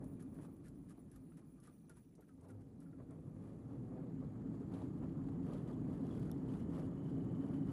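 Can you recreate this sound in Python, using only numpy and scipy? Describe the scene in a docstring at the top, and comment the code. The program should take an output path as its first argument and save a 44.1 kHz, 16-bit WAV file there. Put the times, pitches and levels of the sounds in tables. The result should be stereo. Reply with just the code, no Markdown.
"""Inside a car that slows beside a pair of walking horses, then pulls away over cobblestones.
The stones force the body into random vibration, and the cabin air booms in a few low modes.
The engine's harmonics rise, then drop at a gear change; loose trim rattles over the bumps.
Hooves and harness, struck bodies ringing in damped modes, come faintly through the glass on the right."""
import sys
import numpy as np
from scipy import signal
from scipy.fft import rfft, irfft, next_fast_len
from scipy.io import wavfile
from scipy.ndimage import uniform_filter1d

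SR = 44100
rng = np.random.default_rng(int(sys.argv[2]) if len(sys.argv) > 2 else 0)


def wrap_up_sound(samples):
    """Save the sound to the file named by the first command line argument, as 16-bit audio."""
    columns = np.atleast_2d(samples).T
    # keep every value between -1 and 1, then stretch to whole-number steps
    tamed = np.clip(columns, -1, 1)
    steps = np.round(tamed * 32767).astype(np.int16)
    wavfile.write(sys.argv[1], SR, steps)


N = 340452
TIME = np.arange(N) / SR

# Rolling level, falling and rising with the speed: time_s, level_db
ROLLING = [(0.0, -49), (0.45, -52.5), (0.65, -54.5), (1.35, -57), (2.2, -63.5), (2.8, -55), (3.3, -52),
           (4.0, -47), (4.5, -44.5), (5.6, -43), (6.2, -41.5), (7.0, -42.5), (7.4, -41), (7.72, -42)]
FULL_SPEED_DB = -43
# Spectra of the floor pan, the doors and dash, and the sprung body: frequency_hz, relative_db
FLOOR_SPECTRUM = [(47, -35), (80, -9), (146, -0.5), (225, -3.5), (264, -4.5), (279, -2.5), (307, -8),
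                  (450, -17), (580, -53.5), (990, -120)]
PANEL_SPECTRUM = [(210, -29.5), (350, -4), (520, -10.5), (1040, -22.5), (1200, -21), (1400, -29),
                  (1810, -31.5), (2310, -37), (2740, -46), (3000, -51), (3900, -78), (6600, -120)]
SPRING_SPECTRUM = [(15, -72), (25, -25), (31, -29), (39, -9), (50, 8.5), (62, -5), (79, -9.5), (95, -6),
                   (130, -47)]
# Air modes of the cabin: frequency_hz, width_hz, boost_db
CABIN_MODES = [(107, 16, 2), (162, 27, 4), (265, 21.5, 8.5), (335, 22, 4), (387, 22, -4.5)]
# Rough patches of stones: start_s, length_s, panels_db, trim_db
BUMPS = [(0.0, 0.069, -57, -100), (0.3, 0.24, -60, -78), (0.94, 0.12, -70, -85), (1.33, 0.17, -69, -100),
         (1.62, 0.16, -71.5, -79), (1.87, 0.082, -67.5, -96), (2.169, 0.065, -65, -101),
         (2.337, 0.39, -66.5, -101), (2.97, 0.083, -59, -96), (3.064, 0.16, -62, -87),
         (3.338, 0.34, -62.5, -77.5), (3.668, 0.17, -59.5, -82), (3.847, 0.3, -58.5, -93),
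         (4.211, 0.054, -61, -93), (4.51, 0.098, -65, -78), (4.674, 0.26, -55.5, -69.5),
         (4.993, 0.11, -53.5, -82), (5.392, 0.33, -54, -69.5), (5.641, 0.15, -53.5, -71),
         (5.846, 0.23, -58.5, -72), (5.99, 0.22, -59, -70), (6.042, 0.41, -66, -68.5),
         (6.427, 0.3, -60.5, -68.5), (6.66, 0.3, -54.5, -66), (7.024, 0.16, -64, -73.5),
         (7.162, 0.092, -58, -81), (7.383, 0.19, -57.5, -75), (7.496, 0.14, -58.5, -72),
         (7.62, 0.31, -59, -69.5)]

def tyres():
    """Forced vibration: dense impacts act as noise that drives the cabin air, panels and springs."""
    boom = noise(FLOOR_SPECTRUM, size=4096, patchy_db=1.05, peaks=CABIN_MODES)
    panels = noise(PANEL_SPECTRUM, size=512, patchy_db=1.68, flicker_db=.8)
    heave = noise(SPRING_SPECTRUM, size=4096, patchy_db=2.5)
    return (rolling_gain(FULL_SPEED_DB, slope=1) * boom
            + bumpy_gain(-58.5, slope=.99, column=2) * panels
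            + rolling_gain(-61, slope=.71) * heave)


# Course of the engine: time_s, twice_firing_hz, boom_db, hum_db
ENGINE = [(2.33, 68.65, -81, -74), (2.41, 81.7, -63, -79), (2.5, 101.3, -56, -70.5),
          (2.6, 101.6, -51.5, -72.5), (2.68, 95.7, -78, -71.5), (2.77, 88.1, -78, -76),
          (3.23, 97.9, -58.5, -74), (3.57, 113.5, -54, -72), (3.9, 125.5, -54.5, -65.5),
          (4.04, 126.6, -57, -64), (4.18, 102.3, -74, -79), (4.37, 111.6, -52, -73), (4.7, 117.4, -68, -73)]
# Resonances of the intake: frequency_hz, gain_db
INTAKE = [(300, -14), (410, -2), (500, 0), (630, -17), (760, -12), (890, -18), (1050, -30)]

def engine():
    """Periodic excitation: a boom at twice the firing rate, with harmonics shaped by the intake."""
    hz, boom_db, hum_db, gate = curves(ENGINE)
    uneven = drift((2, N), 1500)  # firings differ
    phase = 2 * np.pi * np.cumsum(hz * (1 + .004 * uneven[0])) / SR
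    hum = sum(amp(at_frequency(INTAKE, k * hz)) * np.cos(k * phase + k * k) for k in range(3, 10))
    boom = amp(boom_db + 2 * uneven[0]) * np.sin(phase)
    return gate * (boom + np.sqrt(2) * amp(hum_db + 1.5 * uneven[1]) * hum)


# Wheels dropping off stones: start_s, gain_db, pitch_hz
KNOCKS = [(0.029, -70, 471), (0.329, -63, 560), (0.387, -55, 520), (0.449, -62, 580), (0.978, -70, 700),
          (2.195, -71, 485), (3.005, -65, 464), (3.117, -72, 560), (3.363, -63, 495), (4.817, -51, 600),
          (5.035, -57, 630), (5.285, -56, 795), (5.548, -54, 600), (6.296, -58, 900), (6.779, -56, 522),
          (7.438, -60, 600)]

def suspension():
    """Impulse response: each jolt excites heavily damped modes, giving a dull, rough knock."""
    out, t = np.zeros(N), np.arange(3500) / SR
    for s, db, hz in KNOCKS:
        jolt = rng.standard_normal(len(t)) * np.exp(-t / .005)
        body = [(hz, 300, 0), (hz * 1.6, 500, -3)]
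        knock = 1.1 * ring(t, hz, .07) + .5 * ring(t, hz * 1.45, .04) + 4 * modes(modes(jolt, body), body)
        add(out, s, amp(db) * knock * attack(t, .0006))
    return out


# Buzz of loose trim: frequency_hz, relative_db
TRIM_SPECTRUM = [(350, -28.5), (600, -13.5), (860, -16), (1060, -8.5), (1860, -18), (2090, -22),
                 (2960, -21), (6080, -29.5), (10600, -26), (13000, -31)]

def trim_rattle():
    """Contact chatter: loose parts buzz and click, hardest over the bumps."""
    buzz = noise(TRIM_SPECTRUM, size=256, patchy_db=2, flicker_db=2.3)
    ticking = unit_rms(bandpass(clicks(900, .8), 2500, 11500, order=2))
    chatter = resonance(clicks(250, 2.2), [(3360, 120, 1), (4120, 64, .11), (4570, 130, 0)])
    return bumpy_gain(-77, slope=.8, column=3) * (buzz + .07 * ticking + amp(-17.5) * chatter)


# Rough whir near 3 kHz: time_s, level_db
WHIR = [(3.3, -106), (5.5, -92), (6.8, -89), (7.72, -88)]
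# Brief rubs of the trim: start_s, level_db
SQUEAKS = [(5.725, -81), (6.105, -76), (6.125, -82), (6.15, -80), (6.486, -77), (6.605, -78), (6.745, -79),
           (6.838, -79), (6.968, -81), (6.998, -79), (7.049, -79), (7.087, -81), (7.122, -85), (7.163, -82),
           (7.203, -82), (7.293, -84), (7.345, -81), (7.41, -79), (7.435, -79), (7.472, -82), (7.535, -77),
           (7.625, -82), (7.687, -76)]
# The squeaks settle lower: time_s, pitch_hz
SQUEAK_PITCH = [(6.15, 3340), (6.45, 3000)]

def trim_squeaks():
    """Friction: rubbing trim excites a narrow resonance in short squeaks, over a fluttering whir."""
    whir_db, gate = curves(WHIR)
    flutter_db = 2 * drift(N, 1300)
    out = gate * amp(whir_db + flutter_db) * resonance(clicks(1500, 1.5), [(3020, 150, 0)])
    envelope = swell(.026, peak=.16)
    for s, db in SQUEAKS:
        hz = np.interp(s, *np.transpose(SQUEAK_PITCH))
        rub = resonance(rng.standard_normal(len(envelope)), [(hz, 220, 0)])
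        add(out, s, amp(db) * envelope * rub * pan(-2.2))
    return out


# Plastic snaps: start_s, gain_db, left_minus_right_db
SNAPS = [(6.1963, -82, 3), (6.3152, -69, 3.5)]
# Slaps of loose trim: start_s, gain_db
SLAPS = [(4.737, -68), (4.817, -73), (5.285, -77), (5.532, -66.5), (5.674, -74), (6.746, -73)]
# Modes of a snap and of a slap: frequency_hz, width_hz, gain_db
SNAP_MODES = [(3460, 410, -0.5), (5630, 2000, 0), (10900, 2100, -1), (14100, 1340, 24)]
SLAP_MODES = [(1700, 1200, -4), (3300, 1300, 11), (7500, 6500, 2)]

def trim_impacts():
    """Transient excitation: short bursts of noise drive the broad modes of damped plastic."""
    out, t = np.zeros((2, N)), np.arange(600) / SR
    for s, db, left_db in SNAPS:
        strike = burst(t, .0017)
        snap = sum(amp(gain_db) * resonance(strike, [(hz, width, 0)]) for hz, width, gain_db in SNAP_MODES)
        add(out, s, amp(db) * snap * pan(-left_db / 2))
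    t = np.arange(2000) / SR
    for s, db in SLAPS:
        strike = burst(t, .011) * attack(t, .001)
        add(out, s, amp(db) * modes(strike, SLAP_MODES) * pan(-1.5))
    return out


# Hooves on stone: start_s, gain_db, pitch_hz, t60_s
CLOPS = [(0.0813, -79, 1010, .09), (0.1963, -71, 1620, .09), (0.225, -65, 1145, 0.066),
         (0.447, -67, 1140, 0.13), (0.653, -69, 1640, .06), (0.666, -67, 1350, 0.075),
         (0.907, -65, 1135, 0.067), (1.117, -75, 1590, .09), (1.159, -70, 1176, 0.12),
         (1.32, -63, 1250, 0.023), (1.375, -74, 1240, .07), (1.418, -75, 1030, .2),
         (1.582, -74, 1150, 0.22), (1.6515, -72, 1150, 0.097), (1.6762, -62, 1157, 0.091),
         (1.898, -63.5, 1364, 0.13), (1.969, -67, 923, .07), (2.222, -71, 1330, 0.087),
         (2.291, -68.5, 1243, 0.11), (2.4438, -66.5, 970, 0.081), (2.501, -67, 1330, 0.12),
         (2.817, -73, 1270, .09), (2.8608, -69, 1320, .09), (2.9287, -69.5, 1320, .09),
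         (3.003, -69, 950, .09), (3.102, -70, 1260, 0.074), (3.272, -69, 980, .09)]

def hoof_clops():
    """Damped modes: the hollow of the hoof rings, falling in pitch as it seats and crushes grit."""
    out, t = np.zeros((2, N)), np.arange(4000) / SR
    sharp_share, settle_s = .1, .01
    seat = t + sharp_share * settle_s * attack(t, settle_s)  # warped time: the pitch starts high
    for s, db, hz, t60 in CLOPS:
        hollow = (ring(seat, hz, t60) + .35 * ring(seat, hz * 1.2, t60 * 1.05)
                  + .5 * ring(seat, hz * 1.3, t60 * .36))
        grit = rng.standard_normal((2, len(t))) * amp(-60 * t / .15)
        clack = modes(grit, [(hz * 1.2, 500, 0), (1900, 900, -4)])
        add(out, s, amp(db) * (hollow + .45 * clack) * attack(t, .00052) * pan(.8))
    return out


# Iron shoes and buckles: start_s, gain_db, pitch_hz
CLINKS = [(0.042, -54.5, 10300), (0.2044, -58, 9800), (0.2238, -54, 10600), (0.6584, -62, 10500),
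          (0.896, -59, 10400), (1.372, -59, 10600), (1.6372, -57, 10200), (2.4848, -61, 10900),
          (0.3444, -60, 11500), (0.5656, -62, 10700), (0.683, -52.5, 10600), (0.905, -57, 10100),
          (1.115, -55, 10200), (1.1607, -52.5, 11400), (1.601, -59.5, 10200), (1.6726, -55.5, 10200),
          (1.8953, -49.5, 10100), (1.969, -58, 10200), (2.1523, -63, 9100), (2.152, -64, 5960),
          (2.208, -58.5, 11500), (2.4104, -63.5, 8800), (2.504, -59, 9150), (2.803, -57.5, 10400),
          (2.828, -63, 11900), (3.108, -60.5, 8900)]

def iron_clinks():
    """Hard impact: a brief contact excites a high resonance of the metal."""
    out, t = np.zeros((2, N)), np.arange(4000) / SR
    for s, db, hz in CLINKS:
        clink = modes(burst(t, .0052), [(hz, 900, 0), (8000, 6000, -12)])
        add(out, s, amp(db) * clink * pan(3))
    return out


# Grit dragged under a hoof: start_s, gain_db, length_s
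SCRAPES = [(0.19, -74, 0.037), (0.399, -75, 0.079), (0.628, -76, 0.074), (0.877, -75.5, 0.06),
           (1.109, -80, 0.077), (1.36, -77.5, 0.048), (1.62, -75, 0.059), (1.892, -79, 0.041),
           (1.947, -79.5, 0.058), (2.201, -87, 0.055), (2.277, -81, 0.027), (2.421, -81, 0.046),
           (2.477, -78.5, 0.051), (2.603, -82, 0.025), (2.795, -83, 0.056)]

def hoof_scrapes():
    """Sliding friction: broadband noise, coloured by the hollow of the hoof."""
    out = np.zeros((2, N))
    for s, db, length in SCRAPES:
        size = round(length * SR)
        grit = bandpass(rng.standard_normal((2, size)), 1000, 11800, order=3)
        scrape = grit + modes(grit, [(1480, 500, 14.1), (10200, 1900, 5.4)])
        add(out, s, amp(db) * scrape * signal.windows.tukey(size, .6))
    return out


def street_echoes(sound):
    """Early reflections: house fronts return delayed copies, the later ones weaker."""
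    response = np.zeros((2, 3000))
    response[:, 0] = 1
    delays = rng.integers(300, 3000, (14, 2)).T
    heights = .35 * np.exp(-delays / SR / .017) * rng.choice([-1, 1], delays.shape)
    np.put_along_axis(response, delays, heights, 1)
    return signal.oaconvolve(sound, response, axes=1)[:, :N]


# Jingle as the horses drop behind: time_s, gain_db
HARNESS_GAIN = [(0.0, -83), (0.6, -90.5), (2.0, -87), (2.2, -97.5), (3.5, -88.5), (4.0, -96)]
# Buckles and chains: frequency_hz, width_hz, gain_db, pitch_scatter_ratio
BUCKLE_MODES = [(9270, 70, 4, 0.025), (10100, 85, 7.5, 0.02), (10900, 65, -5, .035)]
# Heavier links and the topmost ring: frequency_hz, width_hz, gain_db
LINK_MODES = [(1180, 39, -13), (2400, 75, 0), (6000, 96, -3)]
SHIMMER_MODES = [(14900, 110, -4.5), (14950, 130, 0)]
# Shakes between strides: start_s, length_s
SHAKES = [(0.057, 0.13), (0.257, 0.37), (0.51, 0.11), (0.736, 0.2), (0.96, 0.11), (1.19, 0.21),
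          (1.445, 0.14), (1.687, 0.21), (1.96, 0.22), (2.205, 0.29), (2.455, .12), (2.667, 0.048),
          (2.84, 0.081)]

def harness():
    """Superposition: random collisions ring many small metal parts; the jingle swells with each shake."""
    gain_db, gate = curves(HARNESS_GAIN)
    span, chinks, links = np.count_nonzero(gate), 0, 0
    for hz, width, db, scatter in BUCKLE_MODES:
        for detune in scatter * np.linspace(-1, 1, 5):
            chinks += amp(db) * resonance(clicks(30, 3.2, span), [(hz * (1 + detune), width, 0)])
    blur = resonance(clicks(3000, 1.6, span), [(10100, 1600, -5), (9350, 1100, -8)])  # finer parts
    jingle = .9 * unit_rms(chinks) + .42 * blur
    for hz, width, db in LINK_MODES:
        link = modes(clicks(40, 1.4, span), [(hz, width, 0)])
        links += amp(db) * unit_rms(modes(link, [(hz, 3 * width, 0)]))
    shake, passing = np.zeros((2, span))
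    for start, length in SHAKES:
        add(shake, start, swell(length, peak=.2))
    add(passing, 1.5, swell(1, peak=.37))  # some parts ring out as they pass
    chime = passing * resonance(clicks(120, 2.4, span), [(5800, 89, 0), (6150, 100, 0)])
    shimmer = shake * resonance(clicks(900, 1.9, span), SHIMMER_MODES)
    out = np.zeros((2, N))
    add(out, 0, amp(5.5 * shake) * jingle * pan(3) + amp(-8.5) * links + amp(34) * shimmer * pan(-3.5))
    out *= gate * amp(gain_db)
    add(out, 0, amp(-94) * chime)
    return out


# Single rings that stand out of the jingle: start_s, gain_db, pitch_hz
GLINTS = [(.043, -76, 10700), (.062, -79, 10100), (.082, -79, 9250), (.108, -81, 9500), (.382, -80, 9600),
          (.386, -79, 10400), (.41, -75, 10150), (.427, -77, 10300), (1.012, -83, 7300)]

def harness_glints():
    """Free vibration: a struck metal part decays in a single mode."""
    out, t = np.zeros((2, N)), TIME[:4000]
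    for s, db, hz in GLINTS:
        add(out, s, amp(db) * ring(t, hz, t60=.13) * attack(t, .003) * pan(-3))
    return out


# Thin bands of whine: frequency_hz, width_hz, full_speed_db
WHINE_BANDS = [(6760, 140, -95), (7280, 88, -96.5)]

def whine():
    """Narrowband noise: steady in pitch, it follows the rolling in level."""
    return sum(rolling_gain(db, slope=.78) * resonance(rng.standard_normal(N), [(hz, width, 0)])
               for hz, width, db in WHINE_BANDS)


# Likeness of the two channels: frequency_hz, correlation
COHERENCE = [(30, 0.98), (60, 1), (150, 0.98), (380, 0.99), (950, 0.68), (2380, -0.045), (5980, 0.033),
             (15000, -0.15)]

def noise(spectrum, size, patchy_db=0., flicker_db=0., peaks=()):
    """Spectral synthesis: partly coherent stereo noise with drifting patches, flicker and peaks."""
    frames, hz = 4 * N // size + 5, np.fft.rfftfreq(size, 1 / SR)
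    hz = hz[hz < spectrum[-1][0]]
    a, b, c, d, patches = rng.standard_normal((frames, len(hz), 5)).T
    left, independent = a + 1j * b, c + 1j * d
    patches = unit_rms(uniform_filter1d(uniform_filter1d(patches, 6, 0), 6, 1))
    flicker = unit_rms(uniform_filter1d(rng.standard_normal(frames), 4))
    colour_db = at_frequency(spectrum, hz) + sum(db / (1 + (2 * (hz - f) / w) ** 2) for f, w, db in peaks)
    same = np.clip(at_frequency(COHERENCE, hz), -1, 1)[:, None]
    bins = np.zeros((2, size // 2 + 1, frames), complex)
    bins[:, :len(hz)] = left, same * left + np.sqrt(1 - same ** 2) * independent
    bins[:, :len(hz)] *= amp(colour_db[:, None] + patchy_db * patches + flicker_db * flicker)
    return unit_rms(signal.istft(bins, nperseg=size, noverlap=size * 3 // 4)[1][:, :N])


def rolling_gain(full_db, slope):
    """Power law: the gain moves by slope dB for each dB of rolling."""
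    return amp(full_db + slope * (curves(ROLLING)[0] - FULL_SPEED_DB))


def bumpy_gain(full_db, slope, column):
    """Incoherent addition: the powers of the rolling and of the rough patches sum."""
    power = rolling_gain(full_db, slope) ** 2
    for bump in BUMPS:
        add(power, bump[0], amp(2 * bump[column]) * swell(bump[1], peak=.33) ** 4)
    return np.sqrt(power)


def clicks(per_s, spread_db, size=N):
    """Shot noise: random impulses for each ear, a few of them large."""
    out, count = np.zeros((2, size)), int(per_s * size / SR)
    height = amp(spread_db * np.minimum(rng.exponential(1, (count, 2)), 5))
    height *= rng.choice([-1, 1], (count, 2))
    np.put_along_axis(out, rng.integers(0, size, (count, 2)).T, height.T, 1)
    return out


def modes(x, table):
    """Parallel two-pole resonators: frequency_hz, width_hz, gain_db."""
    return sum(amp(db) * signal.lfilter(*signal.iirpeak(hz, hz / width, SR), x) for hz, width, db in table)


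def resonance(x, table):
    """Cascaded resonators: two passes steepen the skirts; scaled to unit RMS."""
    return unit_rms(modes(modes(x, table), table))


def bandpass(x, low_hz, high_hz, order):
    return signal.sosfilt(signal.butter(order, [low_hz, high_hz], "bandpass", fs=SR, output="sos"), x)


def ring(t, hz, t60):
    return np.sin(2 * np.pi * hz * t) * amp(-60 * t / t60)


def burst(t, decay_s):
    return rng.standard_normal((2, len(t))) * np.exp(-t / decay_s)


def attack(t, rise_s):
    return 1 - np.exp(-t / rise_s)


def swell(length_s, peak):
    """A smooth rise and fall; peak is the share taken by the rise."""
    u = np.arange(0, length_s, 1 / SR) / length_s
    return np.sin(np.pi / 2 * np.minimum(u / peak, (1 - u) / (1 - peak)))


def drift(shape, samples):
    return unit_rms(uniform_filter1d(uniform_filter1d(rng.standard_normal(shape), samples), samples))


def curves(rows):
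    """Columns at every sample, and a gate that is open while the table lasts."""
    s, *columns = np.transpose(rows)
    gate = np.clip(np.minimum(TIME - s[0], s[-1] - TIME + 1 / 20) * 20 + (s[0] == 0), 0, 1)
    return [np.interp(TIME, s, c) for c in columns] + [gate]


def at_frequency(points, hz):
    f, value = np.transpose(points)
    return np.interp(np.log(hz + 1), np.log(f + 1), value)


def amp(db):
    return 10 ** (np.asarray(db) / 20)


def pan(right_db):
    return amp([[-right_db], [right_db]])


def unit_rms(x):
    return x / np.sqrt(np.mean(x ** 2) + 1e-20)


def add(mix, s, sound):
    part = mix[..., round(s * SR):][..., :sound.shape[-1]]
    part += sound[..., :part.shape[-1]]


def scene():
    """Superposition: the car and the horses sum in the cabin."""
    drive = tyres() + engine()
    horses = street_echoes(hoof_clops() + iron_clinks() + hoof_scrapes()) + harness() + harness_glints()
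    return drive + horses + trim_rattle() + trim_squeaks() + whine() + trim_impacts() + suspension()


# Background hiss: frequency_hz, relative_db
HISS = [(710, -20), (1200, -21), (1770, -17.5), (2690, -19), (3060, -21), (4780, -22), (6660, -23),
        (8410, -20.5), (10100, -23.5), (12300, -16.5), (16000, -69), (22000, -120)]
# Tilt between the channels: frequency_hz, left_minus_right_db
IMBALANCE = [(30, 0.1), (60, 0.5), (130, 1), (290, -0.5), (640, 0.5), (1410, -2.5), (3100, 3), (6820, -1),
             (15000, -2.5)]

def record(dry):
    """Linear filtering: hiss is added, the channels tilt apart, top treble and deepest bass are cut."""
    size = next_fast_len(N)
    hz = np.fft.rfftfreq(size, 1 / SR)
    lean_db = at_frequency(IMBALANCE, hz) / 2
    loss_db = -30 / (1 + np.exp((12400 - hz) / 250)) - 14 / (1 + (hz / 35) ** 12)
    heard = dry + amp(-85.5) * noise(HISS, size=256, patchy_db=3.5)
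    heard = irfft(rfft(heard, size) * amp([loss_db + lean_db, loss_db - lean_db]), size)[:, :N]
    band_limit = signal.firwin(511, 16200, window=("kaiser", 9), fs=SR)
    return signal.oaconvolve(heard, band_limit[None], "same")


dry = scene()
out = record(dry)
wrap_up_sound(out)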